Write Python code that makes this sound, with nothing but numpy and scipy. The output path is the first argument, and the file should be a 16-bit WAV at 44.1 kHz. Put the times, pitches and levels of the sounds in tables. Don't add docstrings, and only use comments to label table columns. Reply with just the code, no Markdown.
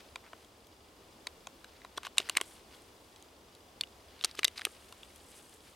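import sys
import numpy as np
from scipy import signal
from scipy.fft import rfft, irfft, next_fast_len
from scipy.io import wavfile
from scipy.ndimage import map_coordinates

SR = 44100
rng = np.random.default_rng(int(sys.argv[2]) if len(sys.argv) > 2 else 0)


def to_wav(sig):
    pcm = np.clip(np.atleast_2d(sig), -1, 1) * 32767
    pcm = np.round(pcm).astype(np.int16)
    wavfile.write(sys.argv[1], SR, pcm.T)


def invert_db(level):
    return 10 ** (np.asarray(level, dtype=float) / 20)


N = 253575

# frequency in Hz, level in dB per Hz.
FOREST_COLOUR = [(15, -44), (25, -13), (45, -6), (72, -0.5), (137, -11.5), (290, -5.5), (420, -5),
                 (650, -8.5), (1090, -10.5), (1650, -18), (3200, -18), (4900, -20.5), (9000, -26),
                 (15500, -32)]
# frequency in Hz, likeness from 0 to 1.
FOREST_LIKENESS = [(60, 1), (130, 0.95), (290, 0.9), (640, 0.79), (1400, 0.17), (3100, 0.55), (6800, 0.58),
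                   (10000, 1)]
# middle in seconds, length in seconds, folds in dB, swish over folds in dB.
ARM_MOVES = [(0.01, .2, -65.5, -7), (.4, 0.25, -71, -4), (1.8, 0.6, -69, -14), (2.278, 0.13, -55.5, -11),
             (2.495, 0.17, -58, -2), (2.76, 0.17, -61.5, -6.5), (3.1, 0.48, -78, 2),
             (4.413, 0.76, -61, -12), (4.69, 0.16, -60.5, -3), (4.865, 0.29, -65, -1.5),
             (5.084, 0.28, -62.5, -5), (5.224, 0.19, -66, 1), (5.382, 0.19, -63.5, 4),
             (5.54, 0.1, -64.5, 0), (5.678, 0.17, -64.5, -1.5)]
# frequency in Hz, level in dB per Hz.
SWISH_COLOUR = [(3000, -30), (6000, -8), (8500, -1.5), (11000, -5.5), (15000, -22)]
# frequency in Hz, level in dB per Hz.
FOLD_COLOUR = [(600, -12.5), (1500, -3.5), (3000, -1.5), (5000, -5), (8000, -21.5)]
# frequency in Hz, level in dB, decay by 60 dB in seconds.
DRIVE_MODES = [(4910, -59.5, 0.027), (4800, -64, 0.024), (3420, -61.5, 0.033), (2900, -63, 0.026)]
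# time in seconds, peak in dB, loudest case mode in Hz,
# rims over it in dB, box over it in dB.
LOOSE_TAPS = [(0.158, -29.5, 2400, -7, -7), (0.3323, -36, 1510, -20, -2), (1.2697, -26.5, 4400, -3, -13),
              (1.2701, -32.5, 3800, -3.5, -25), (1.4704, -34.5, 2600, -1, -2.5),
              (1.644, -36, 1570, -8.5, -25), (1.8177, -43, 2010, -20, -25), (1.8478, -39.5, 2020, -6, 0),
              (2.7475, -45, 3420, -15, -25), (3.8099, -18, 4320, -6, -29.5),
              (3.8357, -28, 2890, -15.5, -25), (3.872, -49, 3480, -15, -25),
              (4.9243, -38.5, 2860, -3.5, -5.5), (5.032, -36.5, 3460, -20, -25), (5.249, -62, 2000, -10, 7),
              (5.6056, -51, 3320, -5, -20)]
# time in seconds, peak in dB, loudest case mode in Hz,
# rims over it in dB, box over it in dB.
FIRST_PUSH = [(1.9761, -26.5, 3430, -7.5, -22), (1.9791, -28.5, 3500, -7.5, 2),
              (2.032, -38.5, 3040, -2.5, -1), (2.0504, -31.5, 3030, -10, -5), (2.068, -30, 2970, -9, -1),
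              (2.077, -42, 2950, -15, -18), (2.1722, -40, 2830, -3, 2), (2.182, -7.5, 3850, -5, -24),
              (2.201, -25.5, 2920, -10.5, -11), (2.2892, -30, 1940, -6, -19),
              (2.2965, -16.5, 2900, -3.5, -13), (2.3525, -28.5, 2160, -14.5, -21),
              (2.3671, -23.5, 2260, -18.5, -5), (2.3698, -12.5, 2240, -2, -25),
              (2.3709, -12.5, 2060, -8, -36), (2.3806, -30.5, 1940, -11, 0), (2.402, -37, 2140, -18, 0),
              (2.4125, -19, 2230, -2.5, -11.5)]
# time in seconds, peak in dB, loudest case mode in Hz,
# rims over it in dB, box over it in dB.
SECOND_PUSH = [(4.1923, -46, 4100, -15, -25), (4.2113, -30.5, 3600, -15, -21),
               (4.239, -18.5, 3330, -15.5, -12), (4.2462, -13.5, 4440, -0.5, -15.5),
               (4.2485, -23, 3930, 1, -9.5), (4.3123, -35.5, 4800, -10, -27), (4.348, -50, 2500, -20, 5),
               (4.352, -40.5, 4890, -2, -25), (4.3915, -19.5, 2550, -6.5, -13),
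               (4.4319, -17.5, 2360, -18.5, -23), (4.4451, -12, 4570, 1, -25), (4.4494, -10, 3700, -8, -30),
               (4.4744, -35, 4630, -3, -25), (4.4799, -24.5, 3740, -2.5, -23),
               (4.578, -29, 4840, -22, -15.5), (4.5937, -29, 2150, -13, -9.5),
               (4.612, -33.5, 3240, -20, -25), (4.6172, -27, 1800, -17, -15.5),
               (4.6515, -13, 2625, -3.5, -22.5), (4.6683, -38.5, 2370, -9, 5)]
# time in seconds, peak in dB, loudest rim mode in Hz,
# case walls over it in dB.
RIM_TICKS = [(0.447, -49.5, 6900, -1), (0.669, -48.5, 12500, -8), (2.8197, -48.5, 8400, -7),
             (3.161, -48, 6540, 3), (3.2245, -43, 6460, -6), (3.5504, -47.5, 7600, 1),
             (5.1598, -42, 10360, -12), (5.317, -43.5, 7720, -9), (5.352, -48, 8500, -13),
             (5.388, -51, 9000, -15), (5.495, -46, 8200, -13), (5.54, -47, 7540, -15)]
# time in seconds, second case mode in Hz, its level
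# in dB, loudest rim mode in Hz, next rim mode in Hz.
HARD_SNAPS = [(0.158, 3680, -6, 7500, 7850), (1.2697, 2230, 0.5, 6350, 6400),
              (1.4704, 3240, -1, 6350, 6820), (1.644, 3930, -3.5, 7640, 8340),
              (1.8478, 3840, -1, 7670, 6060), (1.9761, 5660, -11, 5800, 8250),
              (1.9791, 1610, -7, 8850, 5810), (2.182, 2825, 1, 7260, 7770), (2.2965, 3370, -5, 7330, 10000),
              (2.3698, 2640, -4.5, 8660, 8100), (2.3709, 2460, -2.5, 7160, 6400),
              (2.4125, 3150, 0.5, 8300, 7640), (3.8099, 3630, -8, 7800, 9900),
              (4.2462, 4090, 8, 8580, 6320), (4.2485, 4590, -7, 8440, 6420),
              (4.3915, 2970, -4, 6080, 10150), (4.4451, 2050, -4, 7350, 11080),
              (4.4494, 4650, -8, 6150, 7580), (4.4799, 3000, 6, 5930, 8240), (4.6515, 3100, 1, 9550, 8860)]
# frequency in Hz, level in dB.
WALL_MODES = [(1700, -8), (2030, 0.5), (2400, -3.5), (2820, -1), (3300, -2), (3800, 3.5), (4300, -4.5),
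              (4750, -1.5), (5400, -4.5)]
# frequency in Hz, level in dB.
RIM_MODES = [(6150, 4.5), (6800, -0.5), (7450, 0), (8100, -0.5), (8800, 1), (9600, 1), (10400, -4),
             (11200, -3), (12100, -6.5), (13200, -8)]
# time in seconds, level in dB, low box tone in Hz.
BOX_KNOCKS = [(0.158, -55, 700), (0.332, -49, 700), (1.472, -54, 760), (1.975, -41.5, 406),
              (2.201, -45, 670), (2.199, -39.5, 400), (2.295, -49, 358), (2.367, -40, 350),
              (2.412, -38.5, 390), (4.244, -39.5, 400), (4.389, -37, 397), (4.476, -50, 415),
              (4.668, -40, 412)]
# start in seconds, end in seconds, level in dB, centre in Hz,
# loudest point as a share of the stroke.
LIP_SCRAPES = [(0.222, .295, -55.5, 1280, 0.58), (1.96, 1.982, -48.5, 2980, 0.84),
               (2.024, 2.078, -43, 2230, 0.7), (2.166, 2.179, -47, 2800, 0.7),
               (2.185, 2.24, -43.5, 2880, 0.1), (2.36, 2.391, -39, 2200, 0.34),
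               (4.216, 4.236, -49, 3480, .85), (4.244, 4.261, -31, 3800, 0.2),
               (4.365, 4.402, -43.5, 3000, 0.78), (4.437, 4.466, -50, 3500, 0.28),
               (4.554, 4.608, -44, 2850, 0.49), (4.603, 4.62, -49, 3000, .5), (4.639, 4.68, -50, 2500, .3)]
# frequency in Hz, gain in dB.
MICROPHONE_TREBLE = [(12000, 0), (14000, -2), (15500, -7), (16700, -32)]
# frequency in Hz, level in dB.
PORT_DIFFERENCE = [(300, -34), (1200, -16.5), (2400, -20), (4400, -24.5), (8000, -15.5), (11000, -25)]

# (case t60 in s, box tone in Hz, box t60 in s)
LOOSE, GRIP_FIRST, GRIP_SECOND = (0.016, 1044, 0.021), (0.012, 1113, 0.016), (0.012, 1245, 0.019)
RIM_T60_S, RIM_LOW_HZ, RIM_HIGH_HZ = 0.012, 6070, 9000
LINGER_DB, LINGER_T60_S = -31, 0.06


def unit(x):
    return x / np.sqrt(np.mean(x ** 2) + 1e-20)


def along(points, hz):
    f, v = np.transpose(points)
    return np.interp(np.log(hz + 1), np.log(f + 1), v)


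def wobble(rate):
    knots = rng.standard_normal(int(N * rate / SR) + 4)
    return map_coordinates(knots, [np.arange(N) * rate / SR])


def filtered(x, response):
    m = next_fast_len(x.shape[-1] + 8192)
    return irfft(rfft(x, m) * response(np.fft.rfftfreq(m, 1 / SR)), m)[..., :x.shape[-1]]


def rush(spectrum, alike):
    def mid_side(hz):
        turn = np.arccos(np.clip(along(alike, hz), -1, 1)) / 2
        return invert_db(along(spectrum, hz)) * [np.cos(turn), np.sin(turn)]

    mid, side = filtered(rng.standard_normal((2, N)), mid_side)
    return unit(np.array([mid + side, mid - side]))


def add(out, s, db, sound):
    out[round(s * SR):][:len(sound)] += invert_db(db) * sound / np.abs(sound).max()


def onset(t, rise_s):
    return 1 - np.exp(-t / rise_s)


def ring(modes, t, t60, spread_db):
    hz, db = np.transpose(modes)[:, :, None]
    level, detune, start = rng.standard_normal((3, len(modes), 1))
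    tuned_hz = hz * (1 + 0.028 * detune * (spread_db > 0))
    tones = invert_db(db + spread_db * level) * np.sin(2 * np.pi * (tuned_hz * t + 0.082 * start))
    x = tones.sum(0) * invert_db(-60 * (t / np.clip(t60, 0.003, 0.08)) ** 1.1)
    return x / np.linalg.norm(x)


def forest():
    return invert_db(-58.5 + 0.58 * wobble(2.265)) * rush(FOREST_COLOUR, FOREST_LIKENESS)


def jacket():
    middle, length, folds_db, over_db = np.transpose(ARM_MOVES)[:, :, None]
    late = (np.arange(N) / SR - middle) / length
    swell = np.exp(-np.where(late < 0, 4 * late ** 2, 2.36 * np.abs(late) ** 1.4))

    def gain(db, rest_db):
        return np.sqrt(((invert_db(db) * swell) ** 2).sum(0) + invert_db(rest_db) ** 2)

    swish_grain = unit(invert_db(1.3 * wobble(45) + 2.2 * wobble(300)))
    swish = gain(folds_db + over_db, rest_db=-82) * swish_grain * rush(SWISH_COLOUR, [(8000, 0.97)])
    fold_grain = unit(invert_db(3.0 * wobble(30) + 2.5 * wobble(200)))
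    folds = gain(folds_db, rest_db=-73.5) * fold_grain * rush(FOLD_COLOUR, [(3000, 0.92)])
    return swish + folds


def drive():
    ticks, t = np.zeros(N), np.arange(SR // 25) / SR
    at = np.arange(round(0.0047 * SR), N, SR // 25)
    weaker = np.arange(len(at)) % 2 == 1
    ticks[at] = invert_db(-2.5 * weaker + 1.1 * rng.standard_normal(len(at)))
    tick = sum(invert_db(db - 60 * t / t60) * np.sin(2 * np.pi * hz * t) for hz, db, t60 in DRIVE_MODES)
    return signal.fftconvolve(ticks, tick * onset(t, 0.00078))[:N]


def contacts():
    phases = (LOOSE_TAPS, LOOSE), (FIRST_PUSH, GRIP_FIRST), (SECOND_PUSH, GRIP_SECOND)
    pushes = [(*row, *grip) for rows, grip in phases for row in rows]
    cases = [(s, db, hz, t60) for s, db, hz, _, _, t60, _, _ in pushes]
    cases += [(s, db + walls_db, 3300, LOOSE[0]) for s, db, _, walls_db in RIM_TICKS]
    rim_pairs = RIM_LOW_HZ + (RIM_HIGH_HZ - RIM_LOW_HZ) * rng.random((len(pushes), 2))
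    partners = [(hz * 1.195 if hz < 3450 else hz / 1.195, -5) for _, _, hz, _ in cases]
    for s, next_hz, next_db, *rim_pair in HARD_SNAPS:
        k = np.argmin([abs(push[0] - s) for push in pushes])
        partners[k], rim_pairs[k] = (next_hz, next_db), rim_pair
    walls = [(*case, *partner) for case, partner in zip(cases, partners)]
    rims = [(p[0], p[1] + p[3], *pair) for p, pair in zip(pushes, rim_pairs)]
    rims += [(s, db, hz, 1.2 * hz) for s, db, hz, _ in RIM_TICKS]
    box = [(s, db + box_db, hz, t60) for s, db, _, _, box_db, _, hz, t60 in pushes]
    return walls, rims, box


def wall_click(t, hz, t60, next_hz, next_db):
    pair = ring([(hz, 0), (next_hz, next_db)], t, 0.79 * t60, 0)

    def band(f):
        return (1j * f * hz / (hz * next_hz - f * f + 1j * f * 1.23 * hz)) ** 2

    grit = filtered(rng.standard_normal(len(t)), band) * invert_db(-60 * t / (0.65 * t60))
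    grit = grit / np.linalg.norm(grit)
    family = []
    for mode_hz, level in WALL_MODES:
        fall = 15 if mode_hz < min(hz, next_hz) else 11
        octaves = abs(np.log2(mode_hz / np.sqrt(hz * next_hz)))
        family.append((mode_hz, level - fall * octaves))
    rest = invert_db(-1.0) * ring(family, t, 0.77 * t60, spread_db=6.5)
    return onset(t, 0.00023) * (pair + rest + invert_db(-9) * grit)


def rim_click(t, hz, next_hz):
    pair = ring([(hz, 0), (next_hz, -2.5)], t, 0.79 * RIM_T60_S, 0)
    crack = np.diff(rng.standard_normal(len(t) + 1)) * invert_db(-60 * t / 0.0039)
    rest = invert_db(2.0) * ring(RIM_MODES, t, 0.68 * RIM_T60_S, spread_db=3)
    return onset(t, 0.0001) * (pair + rest + invert_db(-10) * crack / np.linalg.norm(crack))


def box_click(t, hz, t60):
    side_modes = ring([(0.654 * hz, -4), (1.332 * hz, -1.5)], t, 0.83 * t60, spread_db=2.0)
    return onset(t, 0.00092) * (ring([(hz, 0)], t, 0.77 * t60, 0) + invert_db(-3.0) * side_modes)


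def clicks():
    out, t = np.zeros(N + SR), np.arange(SR // 10) / SR
    walls, rims, box = contacts()
    for s, db, *modes in walls:
        add(out, s, db, wall_click(t, *modes))
        linger = onset(t, 0.0025) * ring(WALL_MODES, t, LINGER_T60_S, spread_db=3.5)
        add(out, s, db + LINGER_DB, linger)
    for s, db, *pair in rims:
        add(out, s, db, rim_click(t, *pair))
    for s, db, *tone in box:
        add(out, s, db, box_click(t, *tone))
    return out[:N]


def knocks():
    out, t = np.zeros(N + SR), np.arange(SR // 20) / SR
    for s, db, hz in BOX_KNOCKS:
        fade = invert_db(db + 10.5 - 60 * t / 0.021)
        out[round(s * SR):][:len(t)] += fade * onset(t, 0.00064) * np.sin(2 * np.pi * hz * t)
    return out[:N]


def scrapes():
    def peak(f, centre, width):
        return 1j * f * width / (centre * centre - f * f + 1j * f * width)

    out = np.zeros(N)
    for start, end, db, centre_hz, loudest in LIP_SCRAPES:
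        a, b = round(start * SR), round(end * SR)
        grains = rng.standard_normal(b - a) * invert_db(5.5 * wobble(1200)[a:b])
        band = lambda f: peak(f, centre_hz, 1.55 * centre_hz) ** 2 + invert_db(-27) * peak(f, 7300, 3500) ** 2
        crest = np.clip(loudest, 0.05, 0.95)
        stroke = np.interp(np.linspace(0, 1, b - a), [0, crest, 1], [0, 1, 0]) ** 1.01
        out[a:b] += invert_db(db) * unit(filtered(grains, band)) * stroke
    return out


def ground(x):
    t = np.arange(SR // 3) / SR
    near = invert_db(-60 - 60 * t / 0.07)
    far = invert_db(-78 - 60 * t / 0.5) * (t > 0.02)
    scatter = rng.standard_normal((2, len(t))) * (near + far) * (t > 0.002)
    tail = filtered(scatter, lambda f: 1 / (1 + 1j * f / 7000))
    return signal.fftconvolve(x[None], tail, axes=1)[:, :N]


def ports(x):
    side = filtered(x, lambda f: invert_db(along(PORT_DIFFERENCE, f)) * np.exp(1.25j))
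    return np.array([x + side, x - side])


def surroundings(f):
    lean_db = along([(400, 0), (2400, 0.56), (8000, 0.67), (14000, 0)], f)
    return invert_db(lean_db * np.array([[1], [-1]])) * invert_db(-24 * (f > 15950))


def microphone(f):
    return invert_db(along(MICROPHONE_TREBLE, f)) * (1j * f / (1j * f + 200)) ** 2


def scene():
    metal = filtered(clicks() + knocks() + scrapes(), microphone)
    hush = forest()
    near = ports(metal) + ground(metal)
    return near + filtered(jacket() + drive() + hush, surroundings)


def low_pass(x):
    return signal.sosfilt(signal.butter(12, 16760, fs=SR, output="sos"), x)


def record(dry):
    return low_pass(dry)


dry = scene()
out = record(dry)
to_wav(out)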